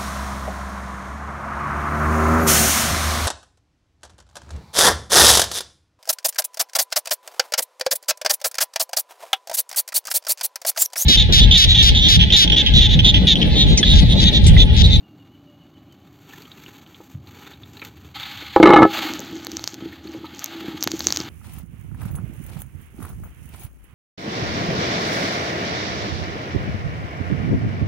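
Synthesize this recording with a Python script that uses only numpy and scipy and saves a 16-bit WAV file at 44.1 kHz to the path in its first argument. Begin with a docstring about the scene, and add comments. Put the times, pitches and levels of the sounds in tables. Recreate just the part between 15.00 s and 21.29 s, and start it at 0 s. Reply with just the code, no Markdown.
"""Dry sand rustles and snaps as hands crumble it over a plastic tub with water in the bottom, outdoors,
after a few far bird chirps. A pan of soil is tipped in: sand slides and hisses, and a volley of clods
rings the tub's modes and overloads the microphone. Later lumps thud softly on the heap while flying
grit ticks on the microphone's housing."""
import sys
import numpy as np
from scipy import signal
from scipy.fft import rfft, irfft
from scipy.io import wavfile

SR = 44100
rng = np.random.default_rng(int(sys.argv[2]) if len(sys.argv) > 2 else 0)


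def file_out(sig):
    """Save sig as 16-bit WAV at sys.argv[1]."""
    # one column per channel
    cols = np.atleast_2d(sig).T
    # limit, then scale
    lim = np.clip(cols, -1, 1)
    pcm = np.round(lim * 32767).astype(np.int16)
    wavfile.write(sys.argv[1], SR, pcm)


N = 277389
TIME = np.arange(N) / SR
SLIDE_START_S = 3.14   # the scene changes: hand rustle stops abruptly, hiss of sliding sand begins
POUR_S = 3.85   # soil stream reaches the tub

# tub modes: (frequency [Hz], gain [dB], t60 before extra treble decay [s])
TUB_MODES = [(76.9, -20, 0.29), (204.8, -25.5, 0.28), (326.6, -4, 0.086), (345, -12, 0.15),
             (395, -11.5, 0.09), (464, -5.5, 0.031), (529, -13, 0.082), (610, -10, 0.013),
             (643, -12, 0.024), (820, -13, 0.18), (836.5, -13.5, 0.089), (880, -6, 0.035),
             (972, -11, 0.055), (1135, -10.5, 0.033), (1206.5, -12.5, 0.11), (1297, -10, 0.096),
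             (1470, -16, 0.052), (1721, -18.5, 0.27), (2141, -10.5, 0.061), (2174, -14, 0.38),
             (2620, -15, .025), (2939, -13, 0.11), (3120, -13.5, 0.053), (3720, -8, 0.051),
             (3977, -17, 0.16), (4020, -12.5, 0.024)]
# hiss of the finest grains: (frequency [Hz], gain [dB])
FINE_SPECTRUM = [(3500, -23.5), (4900, -8), (7000, 0), (12000, -1), (16000, 1)]
# large grit on the housing: (time [s], relative level [dB], ring [Hz], fizz trim [dB])
GRIT_HITS = [(4.1368, -7, 5260, -40), (4.1934, -9.5, 6950, -11), (4.2033, -16, 5600, 7),
             (4.448, -11.5, 7700, 0), (4.4689, -8, 4290, 0), (4.5175, -12, 5500, -3),
             (4.5694, -2, 5825, -16), (4.5945, -15, 4130, 2), (4.641, -3, 5160, -19),
             (4.6762, 1, 5160, -20), (4.743, -12.5, 5630, -12), (5.3932, -11, 5900, -0.5),
             (5.4429, -2.5, 6640, 4.5), (5.46, -10, 6100, 3), (5.8268, 3.5, 5470, -15),
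             (5.837, -5.5, 5970, 6.5), (5.841, -4.5, 4860, 6), (5.875, 1.5, 4120, -13),
             (5.9174, -1.5, 5670, -10), (5.9932, -7.5, 6100, 1), (6.006, -4, 4400, -9),
             (6.0432, -13, 5240, -2), (6.07, 11.5, 6200, -26), (6.0854, -7.5, 4500, -30),
             (6.105, -3.5, 4520, -12), (6.1244, 6.5, 5500, -21), (6.1615, -3.5, 5600, -14),
             (6.172, 2.5, 5630, -8), (6.203, -3.5, 5130, -28)]


def from_db(db):
    """Decibels to gain."""
    return 10 ** (np.asarray(db) / 20)


def rms_one(x):
    """Scale to rms 1."""
    return x / np.sqrt(np.mean(x ** 2) + 1e-20)


def add(out, s, sound):
    """Mix a short sound in at time s."""
    at = max(int(round(s * SR)), 0)
    out[..., at:at + sound.shape[-1]] += sound[..., :max(N - at, 0)]


def cut(x, hz, kind, order=2):
    """Butterworth low- or high-pass."""
    return signal.sosfilt(signal.butter(order, np.clip(hz, 10, .45 * SR), kind, fs=SR, output="sos"), x)


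def colour(x, spectrum):
    """Minimum-phase filter from a table of (frequency [Hz], gain [dB])."""
    size = 16384
    hz, db = np.transpose(spectrum)
    bins_hz = np.maximum(np.fft.rfftfreq(size, 1 / SR), 1)
    gain = from_db(np.interp(np.log(bins_hz), np.log(hz), db))
    cepstrum = irfft(np.log(gain), size)
    cepstrum[1:size // 2] *= 2
    cepstrum[size // 2 + 1:] = 0
    response = irfft(np.exp(rfft(cepstrum)), size)
    return np.apply_along_axis(signal.fftconvolve, -1, x, response)[..., :N]


def drift(rate_hz):
    """Random wander, rms 1."""
    return rms_one(np.interp(TIME * rate_hz, np.arange(4000), rng.standard_normal(4000)))


def swell(s, length_s, attack_s, release_s):
    """Gain: linear rise from time s, hold, exponential decay after length_s."""
    return np.clip((TIME - s) / attack_s, 0, 1) * np.exp(-np.maximum(TIME - s - length_s, 0) / release_s)


def ring(force, hz, t60_s):
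    """One damped mode driven by a force."""
    r, w = from_db(-60 / (t60_s * SR)), 2 * np.pi * hz / SR
    return signal.lfilter([0, np.sin(w)], [1, -2 * r * np.cos(w), r * r], force + 1e-18)


def grains(per_s, spread_db, clump_db):
    """Random grain impacts, uneven in size, level fluctuating in clumps; rms 1."""
    sizes = from_db(spread_db * np.minimum(rng.exponential(1, N), 5)) * rng.choice([-1, 1], N)
    hits = rng.random(N) < per_s / SR
    return rms_one(sizes * hits * from_db(clump_db * drift(120)))


def outdoors():
    """Steady low murmur of air and far traffic, plus faint hiss."""
    # noise spectra: (frequency [Hz], gain [dB])
    murmur_spectrum = [(35, -65), (60, 0.5), (128, -7), (233, -15), (281, -6), (318, -10.5), (460, -31.5),
                       (589, -24.5), (667, -28), (790, -23), (894, -35), (1140, -29.5), (2400, -57),
                       (3120, -94), (5280, -120)]
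    hiss_spectrum = [(1000, -27), (2200, -7), (4500, -2), (7000, -7), (12000, -2.5), (16000, -2.5)]
    murmur = from_db(-47) * rms_one(colour(rng.standard_normal(N), murmur_spectrum))
    hiss = from_db(-67) * rms_one(colour(rng.standard_normal(N), hiss_spectrum))
    return murmur + hiss


def far_calls(notes, fall, waver, echo_db, echo_s):
    """Near-sine notes sag in pitch; wall reflections smear them."""
    out = np.zeros(N)
    for s, length_s, hz, db in notes:
        progress = np.linspace(0, 1, int(length_s * SR))
        pitch_hz = hz * (1 + fall * (1 - progress) ** 3 + waver * drift(146)[:len(progress)])
        tone = np.sin(2 * np.pi * np.cumsum(pitch_hz) / SR)
        add(out, s, from_db(db) * np.sin(np.pi * progress) * tone)
    tail = rng.standard_normal(SR // 2) * np.exp(-TIME[:SR // 2] / echo_s)
    return out + from_db(echo_db) * signal.fftconvolve(out, tail / np.linalg.norm(tail))[:N]


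def birds(chirp_s=0.063, chirp_db=-60.5):
    """Distant chirps and a faint hoot."""
    # chirps: (time [s], pitch [Hz])
    chirps = [(0.02, 2800), (0.18, 2870), (0.311, 2970), (0.456, 2850), (0.585, 2890), (0.735, 2950),
              (0.89, 3060)]
    # hoot notes: (time [s], length [s], pitch [Hz], level [dB])
    hoots = [(0.44, 0.194, 587, -55), (0.75, 0.21, 610, -68)]
    notes = [(s, chirp_s, hz, chirp_db) for s, hz in chirps]
    chirping = far_calls(notes, fall=0.042, waver=0.017, echo_db=0, echo_s=0.14)
    return chirping + far_calls(hoots, fall=0.0094, waver=0.003, echo_db=-2, echo_s=0.081)


def tub(force, upper_decay_db_per_s_per_hz=0.13):
    """Tub modes ring from one force, or one row per mode; those above 1.5 kHz die away faster."""
    out = np.zeros(N)
    for push, (hz, db, t60_s) in zip(np.broadcast_to(force, (len(TUB_MODES), N)), TUB_MODES):
        decay_db_per_s = 60 / t60_s + upper_decay_db_per_s_per_hz * hz * (hz > 1500)
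        out += from_db(db) * ring(push, hz, 60 / decay_db_per_s)
    return out


def sand(impacts, spectrum, body_gain, treble_gain, tub_db, treble_db):
    """Grain stream heard directly and through the tub; the finest grains hiss on top."""
    ringing = rms_one(tub(cut(impacts, 850, "high", order=3)))
    rush = rms_one(rms_one(colour(impacts, spectrum)) + from_db(tub_db) * ringing)
    hiss = from_db(treble_db) * rms_one(colour(impacts, FINE_SPECTRUM))
    return body_gain * rush + treble_gain * hiss


def crumbling(sag_db_per_s=8, crackle_db=5, crackle_hz=5500):
    """Fingers rub off grains; each squeeze swells, then sags as the lump gives way. Some grains crack."""
    # squeezes: (time [s], length [s], rustle level [dB], treble trim [dB])
    squeezes = [(0.904, 0.28, -64, -12), (1.064, 0.18, -58.5, -10), (1.205, 0.21, -46, -12),
                (1.356, 0.64, -51, -12.5), (1.51, 0.25, -50.5, -12), (1.875, 0.25, -56.5, -7),
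                (2.21, 0.21, -47, -12.5), (2.32, 0.2, -44.5, -15.5), (2.562, 0.3, -52, -11),
                (2.727, 0.15, -46, -11.5), (2.894, 0.22, -51, -13)]
    # rustle of sand in the hand: (frequency [Hz], gain [dB])
    rustle_spectrum = [(240, -1.5), (400, 2.5), (693, -21), (821, 3), (912, -8), (1850, -8), (2950, -7),
                       (4550, -9.5), (5000, -49), (6500, -42), (11000, -120)]
    impacts = grains(per_s=2700, spread_db=0, clump_db=2.5)
    rubbing = TIME < SLIDE_START_S
    body_power, treble_power = rubbing * from_db(-64) ** 2, rubbing * from_db(-80) ** 2
    for s, length_s, db, trim_db in squeezes:
        sag_db = sag_db_per_s * np.maximum(TIME - s, 0)
        effort = from_db(db - sag_db) * swell(s, length_s, attack_s=0.15, release_s=0.041)
        body_power += effort ** 2
        treble_power += (effort * from_db(trim_db)) ** 2
    body_gain, treble_gain = np.sqrt(body_power), np.sqrt(treble_power)
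    cracks = rms_one(cut(grains(per_s=65, spread_db=1, clump_db=-4), crackle_hz, "high"))
    rustle = sand(impacts, rustle_spectrum, body_gain, treble_gain, tub_db=-9.5, treble_db=14)
    return rustle + from_db(crackle_db) * treble_gain * cracks


def crumbs(level_db=-2, snap_s=0.0047):
    """Crumbs snap in the hand or drop into the tub: a noise burst and a short pitched ring."""
    # snaps: (time [s], relative level [dB], pitch [Hz], burst re ring peak [dB])
    snaps = [(0.924, -55, 3050, 13.5), (1.307, -36, 2920, -19), (1.334, -32, 1760, -2),
             (1.4202, -37, 4630, 3.5), (1.4527, -37, 3230, -27), (1.516, -30.5, 3800, -28),
             (1.5773, -42, 2470, -7), (1.636, -41, 2520, 6), (1.662, -30, 2870, -26),
             (1.863, -40, 3100, -21), (1.945, -33.5, 3230, -31), (2.272, -35, 4220, -14),
             (2.5348, -37, 3720, -19), (2.633, -33.5, 3640, -19), (2.7335, -40, 7600, -1),
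             (2.7696, -34, 4200, -4), (2.7948, -32.5, 4340, -6), (2.818, -22.5, 2440, -22),
             (2.8256, -25.5, 2370, -19), (2.8492, -37, 2670, 12), (3.198, -19.5, 3500, -8.5),
             (3.2313, -20.5, 3580, -12), (3.3732, -28, 3550, -2), (4.9258, -32.5, 2060, -6),
             (5.072, -33, 4400, -2), (5.2652, -31.5, 3940, -9)]
    out, t = np.zeros(N), TIME[:SR // 25]
    for s, db, hz, burst_db in snaps:
        burst = cut(rng.standard_normal(len(t)), 1170, "high") * np.exp(-t / snap_s)
        tone = ring(burst, hz, t60_s=.008)
        add(out, s, from_db(db + level_db) * (tone / np.abs(tone).max() + from_db(burst_db) * burst))
    return out


def landings(shatter_hz=1850, lump_hz=308, softening_hz_per_s=24, lump_share=0.12):
    """Clod and lump impacts as (time [s], strength [dB], contact cut-off [Hz], share that crumbles)."""
    # hard clods on the tub: (time [s], strength [dB], contact cut-off [Hz])
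    hard_clods = [(2.003, -37, 990), (2.821, -38.5, 5000), (3.423, -33.5, 700), (3.5618, -2.5, 1210),
                  (3.6, 2.5, 637), (3.628, -1, 2400), (3.637, 4.5, 670), (3.657, -2.5, 2800),
                  (3.672, -1.5, 1930), (3.692, -5, 1980), (3.703, 2, 1510), (3.724, -9, 2180),
                  (3.735, -1.5, 2580), (3.760, -1.5, 1890), (3.786, -3, 1550), (3.805, -3, 950),
                  (3.820, -1.5, 1450), (3.829, 1, 1510), (3.851, -4, 900), (4.195, -27.5, 700),
                  (5.145, -32, 770), (5.2425, -34.5, 1490)]
    # soft lumps on the heap: (time [s], strength [dB])
    soft_lumps = [(4.322, -24), (4.356, -27), (4.543, -31), (4.732, -26), (4.8224, -20.5), (4.8557, -18),
                  (5.0511, -21), (5.091, -25), (5.185, -26), (5.331, -25.5), (5.609, -22), (5.643, -19.5),
                  (5.6819, -14), (5.744, -18), (5.865, -14), (5.936, -12.5), (6.063, -13), (6.2, -13.5)]
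    # ten smaller clods tumble between the big ones
    tumble = [(3.675 + 0.0145 * (k + late), -8, 1310 * 2 ** (hardness - .5))
              for k, (late, hardness) in enumerate(rng.random((10, 2)))]
    hard = [(s, db, hz, min(hz / shatter_hz, 1)) for s, db, hz in list(hard_clods) + tumble]
    # contacts soften as the heap grows
    soft = [(s, db, lump_hz - softening_hz_per_s * (s - POUR_S), lump_share) for s, db in soft_lumps]
    return hard + soft


def clods(slap_db=4, slap_hz=1700, crack_db=13, fragment_s=0.0055):
    """Each landing is one push plus fragments; soft lumps push slowly and wake only the low modes."""
    burst_force, mode_forces, t = np.zeros(N), np.zeros((len(TUB_MODES), N)), TIME[:SR // 25]
    upper = np.array(TUB_MODES)[:, :1] > 380
    for s, db, contact_hz, share in landings():
        fragments = rng.standard_normal(len(t)) * np.exp(-t / fragment_s)
        push = share * cut(fragments, 550, "high") / np.linalg.norm(fragments)
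        push[0] += 1
        push = from_db(db) * cut(push, contact_hz, "low", order=3)
        add(burst_force, s, push * np.sqrt(share))   # bursts also radiate directly
        # landing spot sets strength and sign of the upper modes
        spot = rng.uniform(.6, 1.4, upper.shape) * rng.choice([-1, 1], upper.shape)
        add(mode_forces, s, push * np.where(upper, spot, 1))
    slap = cut(cut(burst_force, 100, "high"), slap_hz, "low", order=1) * SR / (2 * np.pi * slap_hz)
    crack = cut(burst_force, 2400, "high")
    return tub(mode_forces) + from_db(slap_db) * slap + from_db(crack_db) * crack


def bumps():
    """The tub's wall rumbles when jostled and booms dully when a hand bumps it."""
    # jostling of tub and pan: (time [s], level [dB])
    jostling = [(2.15, -33), (2.45, -52), (2.65, -40), (5.15, -42.5), (5.5, -55), (6.1, -33.5)]
    # wall rumble: (frequency [Hz], gain [dB])
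    rumble_spectrum = [(40, -33), (75, 9.5), (125, -5.5), (170, -15), (300, -16), (1000, -75.5)]
    # hand bumps: (time [s], level [dB], pitch [Hz], t60 [s])
    hand_bumps = [(2.141, -22.5, 95, 0.24), (2.151, -20.5, 135, 0.081), (2.629, -27, 88.5, 0.23)]
    jostle = from_db(np.interp(TIME, *np.transpose(jostling), left=-np.inf))
    out = jostle * rms_one(colour(rng.standard_normal(N), rumble_spectrum))
    click = signal.unit_impulse(SR // 3)
    for s, db, hz, t60_s in hand_bumps:
        add(out, s, from_db(db) * cut(ring(click, hz, t60_s), 230, "low"))
    return out


def pouring(slide_db=-35.5, slide_stop_s=0.38, pour_db=1.5, pour_attack_s=0.08, hiss_exponent=1.045):
    """Sand slides down the pan and slows; soil falls as a dense curtain, hissing with the flow."""
    # flow over the pan's lip: (time [s], relative level [dB])
    flow_curve = [(3.89, -34.5), (3.95, -27), (4.08, -32), (4.2, -42.5), (4.47, -46.5), (4.75, -50.5),
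                  (4.94, -46.5), (5.02, -54.5), (5.14, -48.0), (5.23, -52.0), (5.42, -43), (5.68, -42.5),
                  (5.84, -47), (6.12, -44), (6.29, -41.5)]
    # sliding sand, falling soil: (frequency [Hz], gain [dB])
    slide_spectrum = [(290, -61), (500, -41), (825, -12.5), (963, -20.5), (1320, -6.5), (1840, -9),
                      (2060, -6), (2620, -7.5), (3340, -3), (4370, -3.5), (5000, -15), (6500, -75),
                      (11000, -120)]
    fall_spectrum = [(240, -56), (400, -20.5), (543, -13.5), (847, -3), (1000, -18), (1250, -6), (2080, -7),
                     (2310, -8.5), (3170, -4), (5000, -8), (6500, -46), (11000, -120)]
    sliding = from_db(slide_db) * swell(SLIDE_START_S, length_s=0.018, attack_s=0.018, release_s=1)
    sliding *= np.exp(-np.maximum(TIME - POUR_S, 0) / slide_stop_s)
    flow = from_db(pour_db + np.interp(TIME, *np.transpose(flow_curve)))
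    flow *= np.clip((TIME - POUR_S) / pour_attack_s, 0, 1)
    slide_grains = grains(per_s=22000, spread_db=-0.5, clump_db=2)
    fall_grains = grains(per_s=16000, spread_db=3, clump_db=2)
    slide = sand(slide_grains, slide_spectrum, sliding, sliding, tub_db=-7.5, treble_db=-3.5)
    fall = sand(fall_grains, fall_spectrum, flow, flow ** hiss_exponent, tub_db=-11, treble_db=-1)
    return slide + fall


def drumming(floor_db=-48.5, hum_hz=334, hum_db=-3):
    """The soil's weight drums on the tub and keeps it humming near its main mode."""
    # loose soil slumps off the pan: (time [s], length [s], level [dB])
    slumps = [(3.87, 0.52, -35), (4.455, 0.096, -36.5), (4.736, 0.2, -42.5), (5.034, 0.18, -40),
              (5.52, 0.301, -39.5), (5.887, 0.39, -40)]
    weight = from_db(floor_db) * (TIME > POUR_S)
    for s, length_s, db in slumps:
        weight = np.maximum(weight, from_db(db) * swell(s, length_s, attack_s=0.0085, release_s=0.05))
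    patter = grains(per_s=1500, spread_db=4, clump_db=3)
    through_heap = cut(cut(patter, 356, "low", order=4), 240, "high", order=3)
    drum = rms_one(tub(through_heap))
    hum = from_db(hum_db) * rms_one(ring(drum, hum_hz, t60_s=0.32))
    return weight * rms_one(drum + hum)


def showers(low_hz=4700, high_hz=7000, dust_db=-4):
    """Small grit ticks on the housing at five pitches, in a hiss of the finest dust."""
    # grit showers: (time [s], length [s], tick level [dB])
    bursts = [(4.092, 0.32, -47.5), (4.487, 0.24, -46), (5.027, 0.14, -56), (5.34, 0.11, -46.5),
              (5.5, 0.13, -64), (5.898, 0.071, -37.5), (5.994, 0.21, -37)]
    envelope = sum(from_db(db) * swell(s, length_s, attack_s=0.0082, release_s=0.036)
                   for s, length_s, db in bursts)
    ticks = sum(np.gradient(ring(grains(per_s=90, spread_db=2.5, clump_db=3), hz, t60_s=0.0018))
                for hz in np.geomspace(low_hz, high_hz, 5))
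    dust = colour(grains(per_s=8000, spread_db=2, clump_db=2), FINE_SPECTRUM)
    return envelope * (rms_one(ticks) + from_db(dust_db) * rms_one(dust))


def grit(ring_db=5, fizz_db=6, fizz_s=0.00027, knock_db_per_octave=-43):
    """Hard grains hit the housing: a knock, a ring of a few cycles and a stereo fizz."""
    out, t = np.zeros((2, N)), TIME[:SR // 100]
    click = signal.unit_impulse(len(t))
    knock = cut(cut(click, 2600, "low"), 120, "high", order=1)
    knock /= np.linalg.norm(knock)
    for s, db, hz, trim_db in GRIT_HITS:
        knock_db = knock_db_per_octave * np.log2(hz / 4320) - 2   # lower-pitched ticks knock louder
        tone = np.gradient(ring(click, hz, t60_s=0.0022 * rng.uniform(0.24, 1.57)))
        tick = from_db(ring_db) * tone / np.linalg.norm(tone) + from_db(knock_db) * knock
        mid, side = cut(rng.standard_normal((2, len(t))) * np.exp(-t / fizz_s), 13000, "high")
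        fizz = (mid + .5 * side * [[1], [-1]]) / np.linalg.norm(mid)
        add(out, s, from_db(db) * (tick + from_db(fizz_db + trim_db) * fizz))
    return out


def spray(level_db=-41, ring_hz=6100, cloud_s=0.012):
    """Each piece of grit flies in a cloud of finer grains that tick on the housing around it."""
    power = sum(from_db(db) ** 2 * np.exp(-np.abs(TIME - s) / cloud_s) for s, db, *_ in GRIT_HITS)
    ticks = np.gradient(ring(grains(per_s=1500, spread_db=3, clump_db=4), ring_hz, t60_s=0.0018))
    return from_db(level_db) * np.sqrt(power) * rms_one(ticks)


def scene():
    """All sources centred; only the grit's fizz has width."""
    background = outdoors() + birds()
    handling = crumbling() + crumbs() + bumps()
    soil = pouring() + drumming() + clods()
    housing = grit() + spray() + showers()
    return background + handling + soil + housing


def record(dry, low_cut_hz=123, high_cut_hz=16000):
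    """The microphone's port colours the treble and drops deep bass; loud blows clip; the top is cut."""
    # port response, notched near 10 kHz: (frequency [Hz], gain [dB])
    port_response = [(4500, 0.5), (5000, -6.5), (5800, -4.5), (6400, 0), (7500, -8), (7900, -12.5),
                     (8500, -14), (8800, -24), (11400, -24), (11750, -4.5), (16000, -11)]
    heard = cut(colour(dry, port_response), low_cut_hz, "high", order=3)
    clipped = heard / (1 + np.abs(heard) ** 12) ** (1 / 12)
    return signal.sosfilt(signal.ellip(10, .1, 70, high_cut_hz, fs=SR, output="sos"), clipped)


dry = scene()
out = record(dry)
file_out(out)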